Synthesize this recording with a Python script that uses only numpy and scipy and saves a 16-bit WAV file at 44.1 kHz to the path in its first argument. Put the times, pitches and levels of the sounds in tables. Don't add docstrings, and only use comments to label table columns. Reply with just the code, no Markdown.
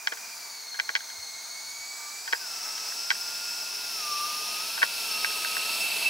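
import sys
import numpy as np
from scipy import signal
from scipy.fft import rfft, irfft, next_fast_len
from scipy.io import wavfile
from scipy.ndimage import uniform_filter1d

SR = 44100
rng = np.random.default_rng(int(sys.argv[2]) if len(sys.argv) > 2 else 0)


def file_out(sig):
    cols = np.atleast_2d(sig).T
    lim = np.clip(cols, -1, 1)
    pcm = np.round(lim * 32767).astype(np.int16)
    wavfile.write(sys.argv[1], SR, pcm)


def voltage_ratio(decibels):
    exponent = np.asarray(decibels, float) / 20
    return 10 ** exponent


N = 268569

# time_s, blade_pass_hz
THROTTLE = [(0, 2410), (.31, 2409), (.72, 2134), (1.4, 2156), (2.19, 2335), (2.485, 2638), (2.67, 2675),
            (2.86, 2674), (3.05, 2631), (3.89, 2628), (4.02, 2710), (4.14, 2726), (4.59, 2697),
            (4.79, 2638), (4.97, 2637), (5.15, 2696), (5.66, 2689), (5.9, 2648)]
INERTIA_S, IDLE_HZ = 0.09, 2400
# time_s, distance_m, side_on_0_to_1
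PATH = [
    (0, 12, 0.64),
    (.3, 10.1, 0.2),
    (1.5, 11.9, 0.07),
    (2.3, 10, 0.08),
    (3, 8.5, 0),
    (4.2, 6.25, 0.01),
    (5, 4.93, 0.17),
    (5.4, 4.68, 0.27),
    (5.75, 4.2, 0.51),
    (6.09, 3.9, 0.9),
]
LEVEL_LAWS = {"chopped": (-42, 2, 0.72, -26), "distant": (-42, 1.47, -0.28, -2), "roar": (-54, 9, 1.604, 1),
              "flank": (-63, 0.5, 2, 9), "hiss": (-51, 3.5, 1.41, -1), "upper": (-53, -1, 0.32, 0.5),
              "first": (-55, -1.5, 1.5, 3), "second": (-43.5, 0.2, 0.57, -2.2),
              "whistle": (-64, 2.2, -0.3, -16), "beat": (-52, -0.2, 0.1, 1), "sum": (-62, 4, 0.8, .3)}
LOBES = {"chopped": [(2.9, 0.72, 2)], "upper": [(1.7, 0.59, 5.5), (3.9, .7, -7), (5.8, .6, 6.5)],
         "first": [(.3, 0.24, 2), (.8, 0.3, -4), (1.85, 0.48, 9), (2.33, .14, -7), (3.4, .1, 4.5),
         (3.6, .08, -4), (5.5, 0.58, 5), (6.08, 0.056, 7)], "second": [(.12, 0.34, -12), (.72, 0.055, 4.5),
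         (1.01, 0.073, -4), (2.1, 0.17, -19), (3.0, 0.66, 2.5), (3.55, .12, 0), (4.2, 0.087, 3),
         (5.15, 0.13, 3.5)], "whistle": [(.15, .28, 11), (1.3, 0.19, 15.5), (1.98, 0.37, 17),
         (2.95, 0.64, 13), (3.6, .35, 8.5), (5.65, .3, 19)], "beat": [(2.43, .06, 4), (2.75, 0.24, -4.5),
         (6.08, 0.18, -11)], "sum": [(1.75, .2, 11), (4.4, 0.99, 14), (6.0, .1, 12)]}
FLUTTER_DB, SIDE_FLUTTER_DB = 0.6, 6

# blade_order, level_db, half_width_hz
CHOPPED_HUMPS = [(1, -17, 200.0), (2, 0, 550.0), (3, 2, 240.0), (4, -7, 420.0), (5, -11, 500.0)]
# freq_hz, density_db
DISTANT_SPECTRUM = [(18, -75), (100, -34.5), (200, -20.5), (500, -20), (850, -9), (1860, -11), (2300, -7),
                    (2700, -26), (3300, -22), (4500, -9.5), (6000, -2.5), (7800, -10), (11000, -24),
                    (16000, -12.5)]
# freq_hz, density_db
ROAR_SPECTRUM = [(18, -75), (100, -44), (180, -12), (437, -13.5), (916, -8), (1200, -9), (2050, -14.5),
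                 (2450, -3.5), (3500, -2), (4500, 3.5), (5800, -8.5), (7000, -17), (9000, -38),
                 (16500, -38)]
# freq_hz, density_db
HISS_SPECTRUM = [(4000, -35), (6500, 5.5), (8000, 0), (9500, 6), (10600, 6), (12300, 0), (13600, 5.5),
                 (15000, -3), (16500, -12)]
# freq_hz, density_db
FLANK_SPECTRUM = [(1200, -29.5), (1900, -9), (2400, 5), (3200, -5.5), (4200, -27)]
# freq_hz, width_hz, level_db
DUCT_MODES = [(433, 58, 8), (673, 92, 7), (908, 75, 6), (1190, 20, 4), (1512, 280, 4.5)]
# freq_hz, width_hz, level_db
INTAKE_MODE = (2620, 145, 11.1)
# freq_hz, side_minus_mid_db
STEREO_WIDTH = [(30, -44), (300, -15.5), (900, -7.5), (2100, -11.5), (3600, -5), (4500, -17.5), (5000, -9),
                (5450, -28), (6200, -9.5), (8000, -9), (9300, -12), (10600, -4), (12200, -5), (14000, -14)]

COMMUTATIONS_PER_BLADE = 2.4
# time_s, switching_hz
SWITCHING = [(.25, 7722), (.6, 7736), (1.5, 7737), (2.55, 7706), (3.3, 7722), (4.75, 7722), (5.12, 7737)]
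# freq_hz, width_hz, level_db
FRAME_MODES = [(1182, 61, 17.9), (1271, 68, 6.9), (1423, 54, 2.4), (1554, 110, 5.8)]
FRAME_TOP_HZ, FRAME_CUT_DB_PER_HZ = 1554, 0.4
# time_s, level_db
PANEL_LEVEL = [
    (1.1, -93),
    (1.25, -70),
    (1.6, -77),
    (1.95, -60),
    (2.08, -47.5),
    (2.14, -62),
    (2.3, -80),
]
PANEL_HZ = 1186

# time_s, peak_db, second_group_db, snap_db
CLICKS = [(0.072, -14, -4, -7), (0.7902, -22, -9, -21), (0.798, -16.5, 1, -8.5), (0.8909, -16, -8, -17.5),
          (0.952, -14.5, 0.5, -6.5), (0.9585, -25, 4, -10), (0.9616, -25.5, 3, -4), (1.005, -31, -9, -11),
          (1.1, -33.5, -10, -9), (2.326, -19, -1.5, -6.5), (2.3313, -12, -5.5, -18),
          (2.3467, -26, -15, -25), (2.7785, -36, -6, -3), (2.921, -29.5, -11, -25),
          (3.1037, -15.5, 4, -5.5), (3.11, -22, -16, -8), (3.112, -17, -5, -14), (3.1525, -33, -13, -11),
          (4.8182, -17, -6, -25), (4.8234, -17.5, -2, -25), (4.8279, -8, -4.5, -19),
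          (4.8307, -10, -19, -15), (5.2452, -16, -0.5, -20), (5.304, -31, -9, -9), (5.4468, -21, -3, -25),
          (5.5665, -18.5, -11, -25), (5.968, -38, -8, -4)]
# time_s, peak_db
SLIDES = [
    (.121, -23),
    (0.1707, -36),
    (0.7434, -29.5),
    (2.276, -27),
    (4.7745, -25.5),
]
BOUNCE_S, BOUNCE_DB = 0.0065, -13.5
TOUCH_S, TOUCH_LOSS_DB, SLIDE_SECOND_DB, SLIDE_SNAP_DB = 0.0037, 3, -8, -12.5
# freq_hz, level_db, t60_s, group
CASING_MODES = [(940, -13, 0.026, "body"), (1110, -10.5, 0.026, "body"), (1455, 0.5, 0.013, "body"),
                (1613, 1.5, 0.02, "body"), (1857, -1, .016, "body"), (2020, 1, 0.016, "second"),
                (2300, 0.4, .015, "second"), (2730, -8.5, 0.0082, "second"), (3193, 6, .013, "snap"),
                (4030, 3.5, 0.0058, "snap"), (4530, 4.5, 0.0055, "snap"), (5260, 3.5, 0.0061, "snap"),
                (6300, -1, 0.0055, "snap")]
CASING_LEADS = [1.55, 1.94, 1.6, 1.76, 1.94, 1.93, 1.82, 1.4, 1.3, .7, 0.63, 1.3, 1.5]
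# time_s, peak_db
THUMPS = [
    (.123, -39),
    (.799, -51),
    (.9, -45),
    (.954, -46),
    (2.3322, -33.5),
    (3.105, -53),
    (4.83, -34),
]
# freq_hz, t60_s
HOUSING_MODES = [(340, 0.016), (480, 0.048), (640, 0.045)]

# time_s, half_length_s, above_calm_db
GUSTS = [(.05, .3, 15), (.88, .07, 18), (1.2, 0.056, 30), (1.36, .05, 22), (1.75, .15, 18.6),
         (3.28, .2, 18), (3.85, .1, 16), (4.21, 0.11, 13), (4.84, 0.065, 14), (5.64, .15, 15),
         (6.08, .1, 12)]
CALM_DB = -90
# freq_hz, width_hz, level_db
PORT_DIP = (7350, 600, -4)
SOFT_CLIP, CUTOFF_HZ = 0.8, 15780


def whine(blades, level):
    flutter_db = level["flutter"]
    first = 1.25 * voltage_ratio(flutter_db * drift(hz=25)) * np.sin(blades + 0.3 * drift(hz=25))
    first = voltage_ratio(level["first"]) * (first + 0.1 * flutter_db * smeared(blades, hz=40))
    second = 0.8 * voltage_ratio(3.5 * drift(hz=30)) * np.sin(2 * blades + 0.9 * drift(hz=30))
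    second = second + 0.7 * smeared(2 * blades, hz=65)
    third = voltage_ratio(-27) * smeared(3 * blades, hz=80)
    upper = voltage_ratio(level["second"]) * (second + third)
    left = first * voltage_ratio(-2.5) + upper * voltage_ratio(1.0)
    right = np.roll(first, 1) * voltage_ratio(2.5) + upper * voltage_ratio(-2.0)
    return np.array([left, right])


def air(blades, level):
    humps = [voltage_ratio(db) * smeared(order * blades, hz) for order, db, hz in CHOPPED_HUMPS]
    layers = {
        "chopped": sum(humps[:2]),
        "distant": rush(DISTANT_SPECTRUM, DUCT_MODES, patchy_db=0.7),
        "roar": rush(ROAR_SPECTRUM, DUCT_MODES + [INTAKE_MODE], patchy_db=0.2),
        "hiss": rush(HISS_SPECTRUM, [], patchy_db=0.5),
        "upper": sum(humps[2:]),
        "flank": rush(FLANK_SPECTRUM, [], patchy_db=0.2)}
    diffuse_db = {"chopped": -5, "distant": 2.5, "roar": -4, "hiss": -4, "upper": -4, "flank": -6}
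    mid, unrelated = np.zeros(N), np.zeros(N)
    for name, layer in layers.items():
        gain = voltage_ratio(level[name])
        mid += gain * layer
        unrelated += voltage_ratio(diffuse_db[name]) * gain * np.roll(layer, SR // 10)
    return spread(mid, unrelated, shadow=0.043)


def rush(spectrum, resonances, patchy_db):
    noise = coloured(rng.standard_normal(N), lambda hz: at_hz(spectrum, hz) + bumps_db(resonances, hz))
    return rms_one(noise) * voltage_ratio(patchy_db * drift(hz=4.5))


def spread(mid, unrelated, shadow):
    side = coloured(shadow * np.roll(mid, 2) + unrelated, lambda hz: at_hz(STEREO_WIDTH, hz))
    return np.array([mid + side, mid - side])


def motor(blade_hz, switch_hz, level):
    beat_hz = switch_hz - COMMUTATIONS_PER_BLADE * blade_hz
    above_frame_hz = np.maximum(beat_hz - FRAME_TOP_HZ, 0)
    beat_db = level["beat"] + bumps_db(FRAME_MODES, beat_hz) - FRAME_CUT_DB_PER_HZ * above_frame_hz
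    whistle = voltage_ratio(level["whistle"] + 2.0 * drift(hz=1.6)) * np.sin(turning(switch_hz + 3 * drift(hz=15)))
    beat = voltage_ratio(beat_db - 1.0 + 1.4 * drift(hz=23)) * np.sin(turning(beat_hz + 5.1 * drift(hz=18.1)))
    sum_tone = 0.24 * voltage_ratio(level["sum"]) * smeared(turning(switch_hz + blade_hz), hz=25)
    panel = voltage_ratio(in_time(PANEL_LEVEL)[0]) * np.sin(turning(PANEL_HZ + 3 * drift(hz=19)))
    stereo = whistle * voltage_ratio([[-3], [2.5]]) + (beat + panel) * voltage_ratio([[0.6], [-0.6]])
    return np.sqrt(2) * (stereo + sum_tone)


def clicks(soft_hz, rattle_db, rattle_t60_s):
    time_s, peak_db, second_db, snap_db = touches()
    group_db = {"body": 0, "second": second_db, "snap": snap_db}
    at, out = np.round(time_s * SR).astype(int), np.zeros((2, N))
    scatter_db = rng.normal(0, 1, (len(at), len(CASING_MODES)))
    grains = rng.standard_normal((2, N)) * (rng.random((2, N)) < 0.15)
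    for k, (hz, level_db, t60_s, group) in enumerate(CASING_MODES):
        blows = np.full(N, 1e-18)
        blows[at] = voltage_ratio(peak_db + group_db[group] + level_db + scatter_db[:, k])
        blows *= (-1) ** max(k, 2)
        rattle_tail = signal.lfilter([1], [1, -decay(rattle_t60_s)], blows)
        rattle = grains * voltage_ratio(rattle_db) * rattle_tail
        r, w = decay(t60_s), 2 * np.pi * hz / SR
        swell = np.exp(-2 * np.pi * soft_hz * hz / 1500 / SR)
        ring_poles = [1, -2 * r * np.cos(w), r * r]
        build_poles = [1, -2 * swell * np.cos(w), swell ** 2]
        for side, phase in enumerate((CASING_LEADS[k] / 2, -CASING_LEADS[k] / 2)):
            ring = signal.lfilter([np.sin(phase), np.sin(w - phase)], ring_poles, blows + rattle[side])
            build = signal.lfilter([np.sin(phase), swell * np.sin(w - phase)], build_poles, blows)
            out[side] += ring - build
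    return bandpass(out, 3, 600, 7500)


def touches():
    bounces = [(s + BOUNCE_S * rng.uniform(0.6, 1.4), db + BOUNCE_DB, second_db, snap_db)
               for s, db, second_db, snap_db in CLICKS]
    runs = []
    for s, db in SLIDES:
        for k in range(5):
            touch_s = s + TOUCH_S * k * rng.uniform(0.9, 0.98)
            touch_db = db - TOUCH_LOSS_DB * k + rng.normal(0, 2.3)
            runs.append((touch_s, touch_db, SLIDE_SECOND_DB, SLIDE_SNAP_DB))
    return np.transpose(CLICKS + bounces + runs)


def thumps():
    blows, out = np.full(N, 1e-18), np.zeros(N)
    for s, db in THUMPS:
        blows[round(s * SR)] = voltage_ratio(db)
    for hz, t60_s in HOUSING_MODES:
        r, w = decay(t60_s), 2 * np.pi * hz / SR
        out += signal.lfilter([0, np.sin(w)], [1, -2 * r * np.cos(w), r * r], blows)
    soft = bandpass(out, 2, 300, 900)
    return np.array([soft * voltage_ratio(-4.5), np.roll(soft, 4)])


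def breeze():
    shared, own = bandpass(rng.standard_normal((2, N)), 3, 50, 120)
    gusts = voltage_ratio(CALM_DB + swells(GUSTS) + 3.4 * drift(hz=6.5))
    return gusts * rms_one(np.array([shared + 0.62 * own, shared - 0.53 * own]))


def levels(blade_hz):
    distance_m, side_on = in_time(PATH)
    speed_db, near_db = 20 * np.log10(blade_hz / IDLE_HZ), 20 * np.log10(10 / distance_m)
    level = {}
    for name, (idle_db, per_speed, per_near, side_db) in LEVEL_LAWS.items():
        law_db = idle_db + per_speed * speed_db + per_near * near_db + side_db * side_on
        level[name] = law_db + swells(LOBES.get(name, []))
    level["flutter"] = FLUTTER_DB + SIDE_FLUTTER_DB * np.sqrt(np.clip(side_on, 0, 1))
    return level


def swells(rows):
    return sum(db * np.exp(-((np.arange(N) / SR - s) / length_s) ** 2) for s, length_s, db in rows)


def in_time(rows):
    s, *columns = np.transpose(rows)
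    return [np.interp(np.arange(N) / SR, s, column) for column in columns]


def turning(hz):
    return 2 * np.pi * (np.cumsum(hz) / SR + rng.random())


def drift(hz):
    r = np.exp(-2 * np.pi * hz / SR)
    return rms_one(signal.lfilter([1], [1, -2 * r, r * r], rng.standard_normal(N + 4000))[-N:])


def smeared(phase, hz):
    return drift(hz) * np.cos(phase) + drift(hz) * np.sin(phase)


def decay(t60_s):
    return voltage_ratio(-60 / (t60_s * SR))


def rms_one(x):
    return x / np.sqrt(np.mean(x ** 2) + 1e-20)


def bandpass(x, order, low_hz, high_hz):
    return signal.sosfilt(signal.butter(order, [low_hz, high_hz], "band", fs=SR, output="sos"), x)


def at_hz(points, hz):
    point_hz, db = np.transpose(points)
    return np.interp(np.log(hz + 1), np.log(point_hz), db)


def bumps_db(resonances, hz):
    return sum(db / (1 + (2 * (hz - centre_hz) / width_hz) ** 2) for centre_hz, width_hz, db in resonances)


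def coloured(x, db_of_hz):
    size = next_fast_len(N)
    gain = voltage_ratio(db_of_hz(np.fft.rfftfreq(size, 1 / SR)))
    return irfft(rfft(x, size) * gain, size)[..., :N]


def scene():
    blade_hz = uniform_filter1d(in_time(THROTTLE)[0], int(INERTIA_S * SR), mode="nearest")
    switch_hz = in_time(SWITCHING)[0]
    blades, level = turning(blade_hz), levels(blade_hz)
    jet = whine(blades, level) + air(blades, level) + motor(blade_hz, switch_hz, level)
    mechanism = clicks(soft_hz=367, rattle_db=-28.5, rattle_t60_s=0.056) + thumps()
    return jet + mechanism + breeze()


def band_limit(x):
    return signal.sosfilt(signal.butter(12, 16410, fs=SR, output="sos"), x)


def record(dry):
    def response_db(hz):
        bass_loss_db = 12 / (1 + (hz / 55) ** 4)
        return bumps_db([PORT_DIP], hz) - 80 * (hz > CUTOFF_HZ) - bass_loss_db

    mix = coloured(SOFT_CLIP * np.tanh(dry / SOFT_CLIP), response_db)
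    return band_limit(mix)


dry = scene()
out = record(dry)
file_out(out)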